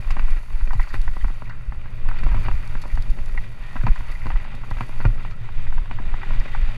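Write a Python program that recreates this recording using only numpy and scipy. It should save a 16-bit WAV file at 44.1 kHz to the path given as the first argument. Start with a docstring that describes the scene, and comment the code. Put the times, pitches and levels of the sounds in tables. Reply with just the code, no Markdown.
"""A mountain bike runs fast down a forest trail, heard from the rider's helmet.
From the start wind buffets the microphone (shed eddies), the helmet drones (filtered noise), tyres roar and
spray grit (random grains), the freewheel buzzes (pulsed noise) and a faint whistle pulses (a sine).
Soon chain and frame knock (struck modes), parts zing (stick-slip) and tick, wind slaps the microphone (pulses),
tyres crunch stones (coarse grains), and the hardest bumps thump through the helmet (a decaying mode)."""
import sys
import numpy as np
from scipy import signal
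from scipy.fft import rfft, irfft, next_fast_len
from scipy.io import wavfile
from scipy.ndimage import uniform_filter1d

SR = 44100
rng = np.random.default_rng(int(sys.argv[2]) if len(sys.argv) > 2 else 0)


def generate_wav(sig):
    """Save sig (samples, or channels by samples) to the path in sys.argv[1] as 16-bit PCM at SR."""
    pcm = np.round(np.clip(np.atleast_2d(sig).T, -1, 1) * 32767).astype(np.int16)
    wavfile.write(sys.argv[1], SR, pcm)


N = 298557
TIME = np.arange(N) / SR

# hardest slaps of wind, each a separate pressure pulse: (time [s], peak before rounding off [dB], width [s])
SLAPS = [(0.245, -5.5, 0.023), (0.324, -5, 0.027), (0.635, -4.5, 0.019), (0.799, -3.5, 0.022),
         (1.244, -6, 0.02), (1.69, -13.5, .013), (2.074, -5.5, 0.022), (2.306, -7.5, 0.017),
         (3.108, -5, 0.021), (3.805, -8, 0.021), (3.91, -0.5, 0.019), (4.36, -7, 0.019),
         (5.085, -7.5, 0.017), (5.777, -5, 0.025), (6.393, -4.5, 0.026)]
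# hard bumps that shake the helmet:
# (time [s], peak [dB], settled pitch [Hz], t60 [s], judder relative to the thump [dB])
BUMPS = [(0.752, -21, 104, 0.2, -26), (0.94, -27.5, 104, 0.39, -20), (2.346, -21, 104, 0.3, -19),
         (2.452, -25, 105, 0.12, -19), (3.838, -15.5, 109, 0.15, -20), (3.882, -21, 115, 0.11, -10),
         (4.712, -28, 108, 0.17, -23), (4.808, -28, 113.5, 0.18, -19), (5.052, -9.5, 105.5, 0.12, -15.5),
         (5.076, -26, 124, 0.12, -8), (5.749, -30, 100, 0.24, -22), (6.3, -29, 105, 0.1, -4.5)]


def from_db(db):
    """Level as the logarithm of amplitude: decibels to gain."""
    return 10 ** (np.asarray(db) / 20)


def rms_one(x):
    """Effective value: scale to rms 1."""
    return x / np.sqrt(np.mean(x ** 2) + 1e-20)


def peak_one(x):
    """Peak amplitude: scale to peak 1."""
    return x / np.max(np.abs(x))


def blow_one(x):
    """Energy of a transient: scale a blow to the energy of 16 ms at rms 1."""
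    return x / np.sqrt(np.sum(x ** 2) / (.016 * SR))


def in_time(rows):
    """Linear interpolation: the columns of a curve at every sample."""
    s, *columns = np.transpose(rows)
    return [np.interp(TIME, s, c) for c in columns]


def add(out, s, sound):
    """Superposition: mix a short sound in at time s."""
    at = max(round(s * SR), 0)
    out[at:at + len(sound)] += sound[:N - at]


def coloured(x, spectrum):
    """Linear filtering: shape a steady signal by gains over log frequency, to rms 1."""
    size = next_fast_len(N)
    hz, db = np.transpose(spectrum)
    bins = np.maximum(np.arange(size // 2 + 1) * SR / size, 1)
    gain_db = np.interp(np.log(bins), np.log(hz), db, left=-100, right=-100)
    return rms_one(irfft(rfft(x, size) * from_db(gain_db), size)[:N])


def drift(per_s):
    """Slow random modulation: normal draws joined by straight lines, rms 1."""
    return rms_one(np.interp(TIME * per_s, np.arange(N), rng.standard_normal(N)))


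def uneven(t, per_s, spread_db):
    """Random amplitude modulation of a short sound, as a gain."""
    return from_db(spread_db * np.interp(t * per_s, np.arange(len(t)), rng.standard_normal(len(t))))


def band(x, low_hz, high_hz):
    """Causal band-pass filtering."""
    edges = [low_hz, min(high_hz, SR / 2 - 1000)]
    return signal.sosfilt(signal.butter(2, edges, "band", fs=SR, output="sos"), x)


def evened(x, seconds):
    """Envelope normalisation: take the slow swells out of a noise, leaving its fast ones."""
    window = int(seconds * SR)
    power = uniform_filter1d(uniform_filter1d(x ** 2, window), window)
    return x / np.sqrt(power + 1e-9)


def dying(t, t60):
    """Exponential decay by 60 dB in t60."""
    return np.exp(-np.log(1000) * t / t60)


def ring(t, hz, t60):
    """Damped free vibration of a struck mode."""
    return np.sin(2 * np.pi * hz * t) * dying(t, t60)


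def grains(per_s, spread_db):
    """Shot noise: random clicks of uneven size and sign, rms 1."""
    sizes = from_db(spread_db * np.minimum(rng.exponential(1, N), 4))
    return rms_one(sizes * rng.choice([-1, 1], N) * (rng.random(N) < per_s / SR))


def swell(start, length, edge_s):
    """Linear envelope: rise, hold and fall between 0 and 1, half way up at the start and the end."""
    return np.clip(.5 + np.minimum(TIME - start, start + length - TIME) / edge_s, 0, 1)


def summed_db(steady_db, swells, edge_s):
    """Power addition: level of a steady sound with swells of (start, length, dB) on top."""
    power = from_db(steady_db) ** 2
    power = power + sum((from_db(db) * swell(s, length, edge_s)) ** 2 for s, length, db in swells)
    return 10 * np.log10(power)


def scattered(level_db, count):
    """Stratified sampling: a random moment in each equal stretch of the ride, with the level there."""
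    times = (np.arange(count) + rng.random(count)) / count * TIME[-1]
    return zip(times, np.interp(times, TIME, level_db))


def shell(x):
    """Resonant transmission: modes of helmet shell and visor lift or lower narrow bands."""
    # resonances in series: (frequency [Hz], width [Hz], lift, negative for a dip [dB])
    resonances = [(360, 18, 3), (455, 142, -4.5), (600, 35, 3.5), (677, 128, -3.5), (825, 30, 3.5),
                  (1004, 166, 2), (1410, 85, 3), (1939, 119, 8.5), (2200, 53, 0), (2414, 68, 5),
                  (3730, 93, 6), (4545, 340, 9.5)]
    for hz, width_hz, lift_db in resonances:
        x = x + (from_db(lift_db) - 1) * signal.lfilter(*signal.iirpeak(hz, hz / width_hz, fs=SR), x)
    return x


def wind(crest=1.08, tearing_db=4.0):
    """Eddy shedding: the helmet sheds eddies unevenly; each presses in a sharp crest with a puff of flutter."""
    # gusts over the steady airstream: (start [s], length [s], slow buffeting [dB], fast flutter [dB])
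    gusts = [(0.068, 0.099, -13.5, -27), (0.183, 0.2, -12, -29), (0.513, 0.21, -16.5, -32),
             (0.698, 0.15, -14, -30), (0.922, 0.22, -15, -26), (1.193, 0.15, -14.5, -27.5),
             (2.028, 0.17, -13, -26), (2.19, 0.23, -12, -21), (2.46, 0.13, -14.5, -21.5),
             (2.742, 0.049, -13.5, -33), (2.928, 0.1, -15, -24), (3.188, 0.23, -16.5, -30),
             (4.22, 0.13, -21.5, -27.5), (4.69, 0.12, -22, -30.5), (4.904, 0.3, -17, -31.5),
             (5.56, 0.25, -13, -31.5), (5.886, 0.32, -18, -28.5), (6.274, 0.16, -12, -32),
             (6.512, 0.21, -15, -30.5)]
    # spectrum of the fast flutter: (frequency [Hz], relative level [dB])
    flutter_spectrum = [(15, -5), (24, 1.5), (38, 3.5), (50, -7), (75, -12), (130, -23), (300, -51.5)]
    gust_edge_s = 0.0396   # rise and fall of a gust
    clear_s = 0.042        # a slap displaces the small eddies for about this long either side
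    jerk_s = 0.058         # a bump jerks the head through the air for this long
    # flutter levels are relative to the peak of the bump or slap
    jerks = [(s, jerk_s, db - 9.5) for s, db, *_ in BUMPS]
    puffs = [(s - clear_s / 2, clear_s, db - 24) for s, db, _ in SLAPS]
    near_slap = np.max([np.exp(-((TIME - s) / clear_s) ** 2) for s, _, _ in SLAPS], axis=0)
    between_slaps = 1 - near_slap ** 2
    slow_gusts = [(s, length, db) for s, length, db, _ in gusts]
    fast_gusts = [(s, length, db) for s, length, _, db in gusts]
    buffet_db = summed_db(-24.5, slow_gusts, gust_edge_s)
    flutter_db = summed_db(-34.5, fast_gusts + jerks + puffs, gust_edge_s)
    eddies_per_s = 13.0 * np.exp(.3 * drift(22))
    eddy = np.cos(2 * np.pi * np.cumsum(eddies_per_s) / SR)
    pressure = np.exp(crest * eddy)   # sharp crests, round troughs
    flutter = evened(coloured(rng.standard_normal(N), flutter_spectrum), seconds=0.069)
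    flutter = rms_one(flutter * from_db(tearing_db * eddy))
    lumps_db = 1.5 * drift(11)   # the airstream is never even
    buffets = from_db(buffet_db + lumps_db) * rms_one(pressure - pressure.mean()) * between_slaps
    push = slaps() + buffets + from_db(flutter_db + lumps_db) * flutter
    # the strongest gusts are rounded off
    return 1.3 * np.tanh(push / 1.3)


def helmet(stiffening=0.34, settle_s=0.0043):
    """Forced and free vibration: the trail keeps the helmet droning; a bump rings its mode and judders its mount.

    The thump starts sharp in pitch while the padding is squeezed, then settles."""
    # shaking of the helmet: (time [s], relative drone level [dB], relative rumble level [dB])
    shake = [(0, -46.5, -50), (0.9, -57.5, -60), (1.36, -48, -58), (1.5, -42.5, -54.5), (1.72, -47, -53.5),
             (2.4, -41, -48), (2.62, -44, -50), (3.15, -45.5, -48.5), (3.7, -45.5, -54.5),
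             (4.05, -49.5, -57.5), (4.68, -45.5, -48), (5.4, -41.5, -51), (5.75, -47, -51.5),
             (6.3, -44, -46.5), (6.77, -42.5, -47.5)]
    # spectra of drone and rumble: (frequency [Hz], relative level [dB])
    drone_spectrum = [(50, -32), (85, -29), (102, -5.5), (114, 1), (130, -10.5), (147, -19.5), (163, -9),
                      (185, -38), (300, -59)]
    rumble_spectrum = [(130, -4.5), (190, 0.5), (250, -3.5), (310, -13), (380, -7), (470, -9.5),
                       (650, -11.5), (1200, -30)]
    drone_db, rumble_db = in_time(shake)
    drone = evened(coloured(rng.standard_normal(N), drone_spectrum), seconds=0.23)
    rumble = shell(evened(coloured(rng.standard_normal(N), rumble_spectrum), seconds=0.077))
    out = from_db(drone_db + 4.5) * drone + from_db(rumble_db + 1.7 * drift(30)) * rumble
    t = TIME[:SR // 2]
    hurried = t + stiffening * settle_s * (1 - np.exp(-t / settle_s))
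    for s, db, hz, t60, judder_db in BUMPS:
        thump = peak_one(ring(hurried, hz, t60) * (1 - dying(t, t60=0.031)))
        judder = peak_one(band(rng.standard_normal(len(t)) * dying(t, t60), 144, 257))
        add(out, s, from_db(db) * peak_one(thump + from_db(judder_db) * judder))
    return out


def tyres(roar_db, grit_db, clump_db=1.5):
    """Superposed random impacts: knobs slap dirt and crush grit in clumps; both flutter with the wheel load."""
    # spectra of roar and grit: (frequency [Hz], relative level [dB])
    roar_spectrum = [(300, -7), (550, 0.5), (850, 0.5), (1400, 1.5), (1750, -3.5), (2300, -1), (2700, -1.5),
                     (3200, -15), (5000, -26.5)]
    grit_spectrum = [(1600, 2.5), (2500, 3.5), (3600, 1), (4300, -13), (5300, -13.5), (7000, -15),
                     (14000, -29)]
    load_db = 1.02 * drift(18)
    knob_slaps = grains(per_s=4500, spread_db=2.8)
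    crushes = grains(per_s=8000, spread_db=2.0)
    roar = coloured(knob_slaps * from_db(clump_db * drift(180)), roar_spectrum)
    grit = coloured(crushes * from_db(clump_db * drift(180)), grit_spectrum)
    return from_db(roar_db - 3.0 + load_db) * roar + from_db(grit_db - 1.0 + load_db) * grit


def gravel(roar_db, per_s=70, level_db=-11.5, spread_db=3.5, cycles=10.4, tilt_db=-0.5):
    """Impulse response of resonators: single stones crack under the tread, each ringing at one of 18 pitches.

    A ring falls 60 dB in the given cycles; the tilt is in dB per octave."""
    pitches = np.geomspace(780, 2800, 18)
    cracks, dealt = grains(per_s, spread_db), rng.integers(0, len(pitches), N)
    out = 0
    for k, hz in enumerate(pitches):
        radius = from_db(-60 * hz / (cycles * SR))   # decay per sample
        w = 2 * np.pi * hz / SR
        struck = cracks * (dealt == k) + 1e-18   # the offset keeps the filter off denormal numbers
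        stone = signal.lfilter([0, np.sin(w)], [1, -2 * radius * np.cos(w), radius * radius], struck)
        out = out + from_db(tilt_db * np.log2(hz / pitches[0])) * stone
    return from_db(roar_db + level_db) * rms_one(out)


def freewheel(level_db, pawl_hz=310, scatter_db=11.0, hiss_db=2.0):
    """Periodic impacts: pawls snap over the ratchet as decaying bursts, over a fine hiss of flung sand."""
    # spectrum of the buzz and hiss: (frequency [Hz], relative level [dB])
    buzz_spectrum = [(3000, -2), (4500, 2.5), (5500, 1.5), (6600, 3.5), (8000, -3), (9300, 1), (10600, 3),
                     (12000, -5), (14000, -3), (15500, -15)]
    teeth = np.cumsum(pawl_hz * from_db(0.73 * drift(3))) / SR
    bursts = from_db(-30 * (teeth % 1)) * rng.standard_normal(N)   # 30 dB down by the next tooth
    snaps = rms_one(bursts * from_db(scatter_db * np.tanh(drift(150))))
    sand = grains(per_s=9000, spread_db=2.0)
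    return from_db(level_db + 2.0) * coloured(snaps + from_db(hiss_db) * sand, buzz_spectrum)


def whine(hz=8490, pulse_hz=20.0, level_db=-75):
    """Phase and amplitude modulation: a faint, unsteady electronic whistle that pulses."""
    tone = np.sin(2 * np.pi * hz * TIME + 1.5 * drift(40))
    pulse = ((1 + np.sin(2 * np.pi * pulse_hz * TIME)) / 2) ** 2
    return from_db(level_db) * tone * pulse


def knock(group_db, shiver_db=-10.5, crack_db=-21.0, chatter_db=3.0, chatter_per_s=420):
    """Modal excitation: one blow rings the frame in four groups of modes; loose parts chatter unevenly after it."""
    # modes of the frame: (frequency [Hz], relative strength [dB], t60 [s])
    frame = [(224.3, -4.5, 0.038), (376, -12.5, 0.018), (655, 1, 0.0067), (753, -3.5, 0.029),
             (962, 0.5, 0.025), (1120, -1, 0.019), (1310, -3, 0.03), (1530, 5.5, 0.027),
             (1769, -3.5, 0.035), (2057, -2.5, 0.02), (2305, -2.5, 0.048), (2682, 0.5, 0.03),
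             (2830, -7, 0.022)]
    # edges of the thud, knock, clack and snap groups: (frequency [Hz])
    group_edges = [170, 680, 1450, 2150, 3300]
    t = TIME[:SR // 8]
    chatter = uneven(t, chatter_per_s, chatter_db)
    contact = 1 - dying(t, t60=0.0017)   # the force builds over about a millisecond
    out = 0
    for level_db, low_hz, high_hz in zip(group_db, group_edges, group_edges[1:]):
        modes = 0
        for hz, db, t60 in frame:
            if low_hz < hz <= high_hz:
                # each blow lands on another spot, so strength and pitch of a mode vary
                strength = from_db(db + 2.2 * rng.standard_normal()) * rng.choice([-1, 1])
                modes = modes + strength * ring(t, hz * (1 + 0.034 * rng.standard_normal()), t60)
        struck = blow_one(band(modes * contact, low_hz, high_hz))
        shiver = rng.standard_normal(len(t)) * chatter * dying(t, t60=0.072)
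        struck = struck + from_db(shiver_db) * blow_one(band(shiver, low_hz, high_hz))
        out = out + from_db(level_db) * blow_one(struck)
    crack = band(rng.standard_normal(len(t)) * contact * dying(t, t60=0.041), 2700, 5300)
    return out + from_db(group_db[-1] + crack_db) * blow_one(crack)


def zing(hz, t60, width_hz, slip_db=2.5, slips_per_s=350):
    """Stick-slip friction: a rubbed part sings a rough note, narrow noise shifted up to its pitch."""
    t = TIME[:SR // 2]
    slips = uneven(t, slips_per_s, slip_db)
    low_pass = signal.butter(2, min(width_hz, hz / 2), fs=SR, output="sos")
    rough = signal.sosfilt(low_pass, rng.standard_normal((2, len(t))) * slips * dying(t, t60))
    phase = 2 * np.pi * hz * t
    return peak_one(rough[0] * np.cos(phase) + rough[1] * np.sin(phase))


def rattles(roar_db, tap_db=(-11, -8.5, -11.5, -17), tap_spread_db=3.5):
    """Repeated impact: a slack chain hits, then bounces; light taps and scraped zings lie in between.

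    Taps (thud, knock, clack, snap) are relative to the roar level."""
    # knocks of chain and frame, as relative energies:
    # (time [s], thud [dB], knock [dB], clack [dB], snap [dB])
    knocks = [(0.105, -55.5, -38, -45, -46), (0.167, -34.5, -39, -43.5, -51),
              (0.194, -42.0, -40, -41, -43.5), (0.283, -62, -49, -53, -62), (0.367, -46, -58, -52, -52),
              (0.61, -58, -51, -51, -58), (0.674, -43, -52, -50, -48.0), (0.707, -64.0, -38, -43, -56),
              (0.732, -46, -35.5, -53, -54), (0.796, -63, -34.5, -40, -50), (0.872, -65.0, -48, -59, -64),
              (0.941, -38.5, -37, -40.5, -47), (0.952, -51, -44, -48, -53), (1.078, -47, -38.5, -42, -57),
              (1.167, -40, -41, -53, -60), (1.244, -39, -38, -46, -57), (1.282, -64.5, -45, -54, -65.5),
              (1.303, -44, -51, -66, -67), (1.421, -40, -43, -51, -65.5), (1.496, -56, -47.5, -50, -56),
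              (1.722, -46, -43.5, -49, -63), (1.857, -56, -48.5, -51.5, -67.5),
              (2.088, -41.5, -39, -43, -48), (2.113, -61, -40.5, -45.5, -64), (2.142, -58, -50, -55, -64),
              (2.234, -39, -43, -45, -48.5), (2.265, -38.5, -38.5, -62.0, -50), (2.286, -56, -44, -57, -67),
              (2.316, -44, -41, -45, -53), (2.331, -57.5, -43, -55.5, -61),
              (2.345, -32.5, -38.5, -48, -52.5), (2.366, -46, -45, -54, -53), (2.378, -48, -43, -60, -61),
              (2.42, -49, -51, -61, -65), (2.458, -44.0, -49, -55, -51), (2.484, -34.5, -31.5, -45.5, -45),
              (2.513, -56, -41.5, -48, -51), (2.752, -39, -42, -45.5, -53), (2.838, -50, -45, -54, -60),
              (2.855, -44.0, -43.5, -54, -68), (2.974, -40, -39, -46.5, -55), (3.174, -47, -52, -62, -66),
              (3.187, -42, -53, -53, -55), (3.349, -47, -54, -61, -62), (3.376, -60, -45, -51, -48),
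              (3.757, -35.5, -43, -54.0, -58.5), (3.764, -48.5, -37, -41.5, -51),
              (3.812, -58, -49, -49, -55), (3.835, -40, -43.5, -46, -54), (3.867, -33, -27, -41, -42.5),
              (3.881, -41, -44.5, -42, -47), (3.959, -69, -43.5, -46, -65), (4.006, -45, -42.5, -64.0, -63),
              (4.101, -44.5, -48, -65, -50), (4.257, -37, -45, -48, -66.0), (4.267, -36, -38.5, -48, -51),
              (4.303, -44, -34.5, -47, -49), (4.317, -55, -47, -49, -51), (4.359, -52, -43, -49.5, -64),
              (4.449, -65, -51, -57, -55), (4.478, -47, -59, -66.0, -57), (4.543, -41.5, -56, -73, -65),
              (4.635, -50.5, -44.5, -56, -68), (4.711, -40, -37.5, -43, -52), (4.769, -47, -47, -52, -52),
              (4.785, -60, -52, -47, -52), (4.808, -35.5, -31, -43.5, -42), (4.829, -56, -54, -49, -59),
              (4.893, -41.5, -47.5, -54, -56), (5.002, -38, -40.5, -44.5, -54), (5.011, -51, -48, -48, -54),
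              (5.045, -49, -40, -62, -63), (5.052, -28.5, -30, -42, -41), (5.249, -47, -40.5, -60, -50),
              (5.311, -66, -51.5, -56, -57), (5.489, -63, -44.5, -55, -58), (5.668, -59, -51, -50, -55),
              (5.725, -54, -43, -46, -62), (5.78, -67, -41.5, -48, -54.5), (5.857, -62, -50.5, -55, -67),
              (5.911, -40.5, -37, -48, -46), (5.986, -54, -40, -46, -62), (5.999, -37.5, -51, -57.0, -65),
              (6.14, -61, -38.5, -47, -67), (6.232, -65, -39, -42, -55), (6.306, -43.5, -41.5, -49, -53),
              (6.347, -62, -52, -53, -55), (6.416, -43.5, -50, -56, -58), (6.458, -40, -50, -58, -62),
              (6.548, -59, -34.5, -41, -50)]
    # zings and rubs of chain, spokes and brakes, peak before the shell:
    # (time [s], relative peak [dB], frequency [Hz], t60 [s], half width [Hz])
    zings = [(0.105, -34, 2580, 0.11, 190), (0.813, -33, 2000, 0.04, 280), (0.825, -33, 2250, 0.037, 330),
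             (0.836, -35, 1690, 0.04, 320), (0.904, -34.5, 1550, 0.06, 300), (1.205, -38, 1900, 0.12, 160),
             (1.207, -47, 3050, 0.11, 150), (1.456, -39.5, 2100, 0.2, 450), (1.497, -37, 1750, 0.22, 420),
             (1.507, -35, 1400, 0.19, 450), (2.186, -37.5, 1800, 0.054, 500), (2.901, -37, 2005, 0.12, 300),
             (3.374, -25.5, 1994, 0.058, 220), (3.64, -46.5, 1870, 0.73, 60),
             (4.115, -37.5, 2104, .16, 160), (4.15, -36, 2080, 0.059, 200), (4.217, -37.5, 2130, .06, 240),
             (4.317, -33, 1950, .04, 500), (5.18, -40, 1420, 0.14, 150), (5.321, -43.5, 1330, 0.21, 65),
             (6.53, -37, 1860, 0.1, 180)]
    out = np.zeros(N)
    for s, *group_db in knocks:
        hit, soft = knock(group_db), knock(group_db)
        lead, lag = rng.uniform(0.00054, 0.00382), rng.uniform(0.00504, 0.0094)
        add(out, s - lead, from_db(-12) * soft)   # soft onset
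        add(out, s - .0005, from_db(1.5) * hit)
        add(out, s + lag, from_db(-14) * soft)   # bounce
    for s, db in scattered(roar_db, count=34):
        strength_db = db + np.array(tap_db) + rng.uniform(-tap_spread_db, tap_spread_db, size=4)
        add(out, s, knock(strength_db))
    for s, db, hz, t60, width_hz in zings:
        add(out, s, from_db(db) * zing(hz, t60, width_hz))
    return out


def ticks(freewheel_db, pebble_ring_db=-11, pebble_splash_db=-22, pebble_spread_db=1.0, pebble_t60_s=0.013):
    """Hard contact: a brief metallic ring under a bright splash, both from one decaying noise.

    Small stones tick at random moments, relative to the freewheel level."""
    # sharp ticks of metal and flung stones, as relative energies:
    # (time [s], ring [dB], splash [dB], t60 of the noise [s])
    hard_ticks = [(0.106, -44, -58, 0.052), (0.306, -56, -59, .026), (0.734, -55, -72, 0.0098),
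                  (0.805, -56, -61, .067), (0.83, -55, -75, 0.055), (0.888, -53, -73, 0.086),
                  (0.935, -50, -55, 0.15), (1.016, -54, -57, 0.02), (1.495, -57.5, -82, .035),
                  (2.09, -52, -60, 0.0043), (2.186, -55, -65, 0.061), (2.236, -58, -63, 0.038),
                  (2.676, -56, -61, 0.015), (2.816, -48.5, -56, 0.064), (2.954, -55, -63, 0.018),
                  (3.023, -51, -61, 0.022), (3.1, -55, -59, 0.048), (3.26, -56, -59, 0.015),
                  (3.867, -55, -76, .012), (4.114, -55.5, -61, 0.053), (4.268, -55, -81, 0.015),
                  (4.55, -55.5, -65, .032), (4.705, -55, -61, .041), (5.305, -55.5, -81, 0.099),
                  (6.4, -53, -72, .014)]
    out, t = np.zeros(N), TIME[:SR // 12]
    pebbles = []
    for s, db in scattered(freewheel_db, count=18):
        ring_db = db + pebble_ring_db + rng.normal(0, pebble_spread_db)
        splash_db = db + pebble_splash_db + rng.normal(0, pebble_spread_db)
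        pebbles.append((s, ring_db, splash_db, pebble_t60_s))
    for s, ring_db, splash_db, t60 in hard_ticks + pebbles:
        chatter = rng.standard_normal(len(t)) * dying(t, t60) * (1 - dying(t, t60 / 5))
        splash = band(band(chatter, 7500, 11800), 7500, 11800)
        add(out, s - .001, from_db(ring_db) * blow_one(band(chatter, 1450, 5100)))
        add(out, s - .001, from_db(splash_db) * blow_one(splash))
    return out


def slaps(lean=0.4):
    """Pressure pulse of a bursting eddy: suction, a sharp crest, then weaker suction.

    The lean is a phase in radians that deepens the suction ahead."""
    out, t = np.zeros(N), TIME[:SR // 3]
    middle = t[-1] / 2
    for s, db, width_s in SLAPS:
        pulse = np.real(np.exp(-1j * lean) / (1 - 1j * (t - middle) / width_s) ** 3)
        add(out, s - middle, from_db(db) * peak_one(pulse))
    return out


def crunches(edge_s=0.019):
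    """Sparse shot noise: a tyre skids over loose stones in a short, coarse run of cracks."""
    # skids: (start [s], length [s], relative level [dB])
    skids = [(0.592, 0.019, -45), (0.929, 0.031, -39), (1.244, 0.016, -44), (2.181, 0.027, -42),
             (2.318, 0.073, -55), (2.436, 0.042, -39.5), (2.827, 0.025, -47.5), (4.812, 0.028, -48),
             (5, 0.028, -43), (5.189, 0.017, -45), (5.923, 0.014, -48), (6.21, 0.017, -41),
             (6.345, 0.029, -49)]
    # spectrum of the cracks: (frequency [Hz], relative level per Hz [dB])
    crack_spectrum = [(250, 3.5), (600, -6), (900, -2.5), (1400, 3.5), (1900, -7.5), (2600, 0), (3300, -17),
                      (5000, -19)]
    cracks = coloured(grains(per_s=1400, spread_db=2.5), crack_spectrum)
    return cracks * sum(from_db(db) * swell(s, length, edge_s) for s, length, db in skids)


def scene():
    """Transmission paths: the bike is heard past the helmet shell; wind and helmet reach the microphone directly.

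    Only the helmet's rumble passes the shell as well."""
    # the tyres on the trail: (time [s], relative roar level [dB], relative grit level [dB])
    trail = [(0, -45.5, -57), (0.22, -42, -56), (0.48, -46, -60), (0.93, -46, -56), (1.3, -48, -58),
             (1.7, -50.5, -64.5), (2.0, -47.5, -57), (2.23, -43, -54.5), (2.47, -42.5, -52.5),
             (2.6, -46.5, -57.5), (3.5, -47, -55.5), (3.85, -44.5, -53.5), (4.25, -43.5, -57.5),
             (4.6, -46, -54), (5.05, -45.5, -57.5), (5.48, -47, -53.5), (5.98, -46.5, -53.5),
             (6.27, -41, -49.5), (6.6, -44, -50), (6.77, -42, -48.5)]
    # the wheels go light over a crest: (time [s], loss of tyre noise, negative for a gain [dB])
    crests = [(0.44, 4.5), (1.13, 1.5), (3.15, 2), (3.54, 3.5), (4.5, -2), (5.36, 5.5), (5.44, -1.5)]
    # the freewheel buzzes while the rider coasts: (start [s], length [s], relative level [dB])
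    coasts = [(-0.1, 1.52, -64), (2.254, 1.27, -64), (3.636, 0.76, -64.5), (4.643, 0.51, -63.5),
              (6.25, .7, -73)]
    crest_s = 0.05     # about half the length of a lull
    grit_lull = 1.2    # the grit falls by this many times as many dB as the roar
    lull_db = sum(db * np.exp(-((TIME - s) / crest_s) ** 2) for s, db in crests)
    roar_db, grit_db = in_time(trail) - np.outer([1, grit_lull], lull_db)
    freewheel_db = summed_db(-71.5, coasts, edge_s=0.28)   # the steady part stays between coasts
    bike = tyres(roar_db, grit_db) + gravel(roar_db) + crunches() + freewheel(freewheel_db)
    bike = bike + rattles(roar_db) + ticks(freewheel_db)
    return (from_db(-1.5) * shell(bike) + wind() + helmet() + whine())[None]


def record(dry, cutoff_hz=15300):
    """Band limiting: the ends are eased over 3 ms and the top is cut steeply."""
    ends = np.clip(np.minimum(TIME, TIME[-1] - TIME) / .003, 0, 1)
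    return signal.sosfilt(signal.ellip(10, .1, 80, cutoff_hz, fs=SR, output="sos"), dry * ends)


dry = scene()
out = record(dry)
generate_wav(out)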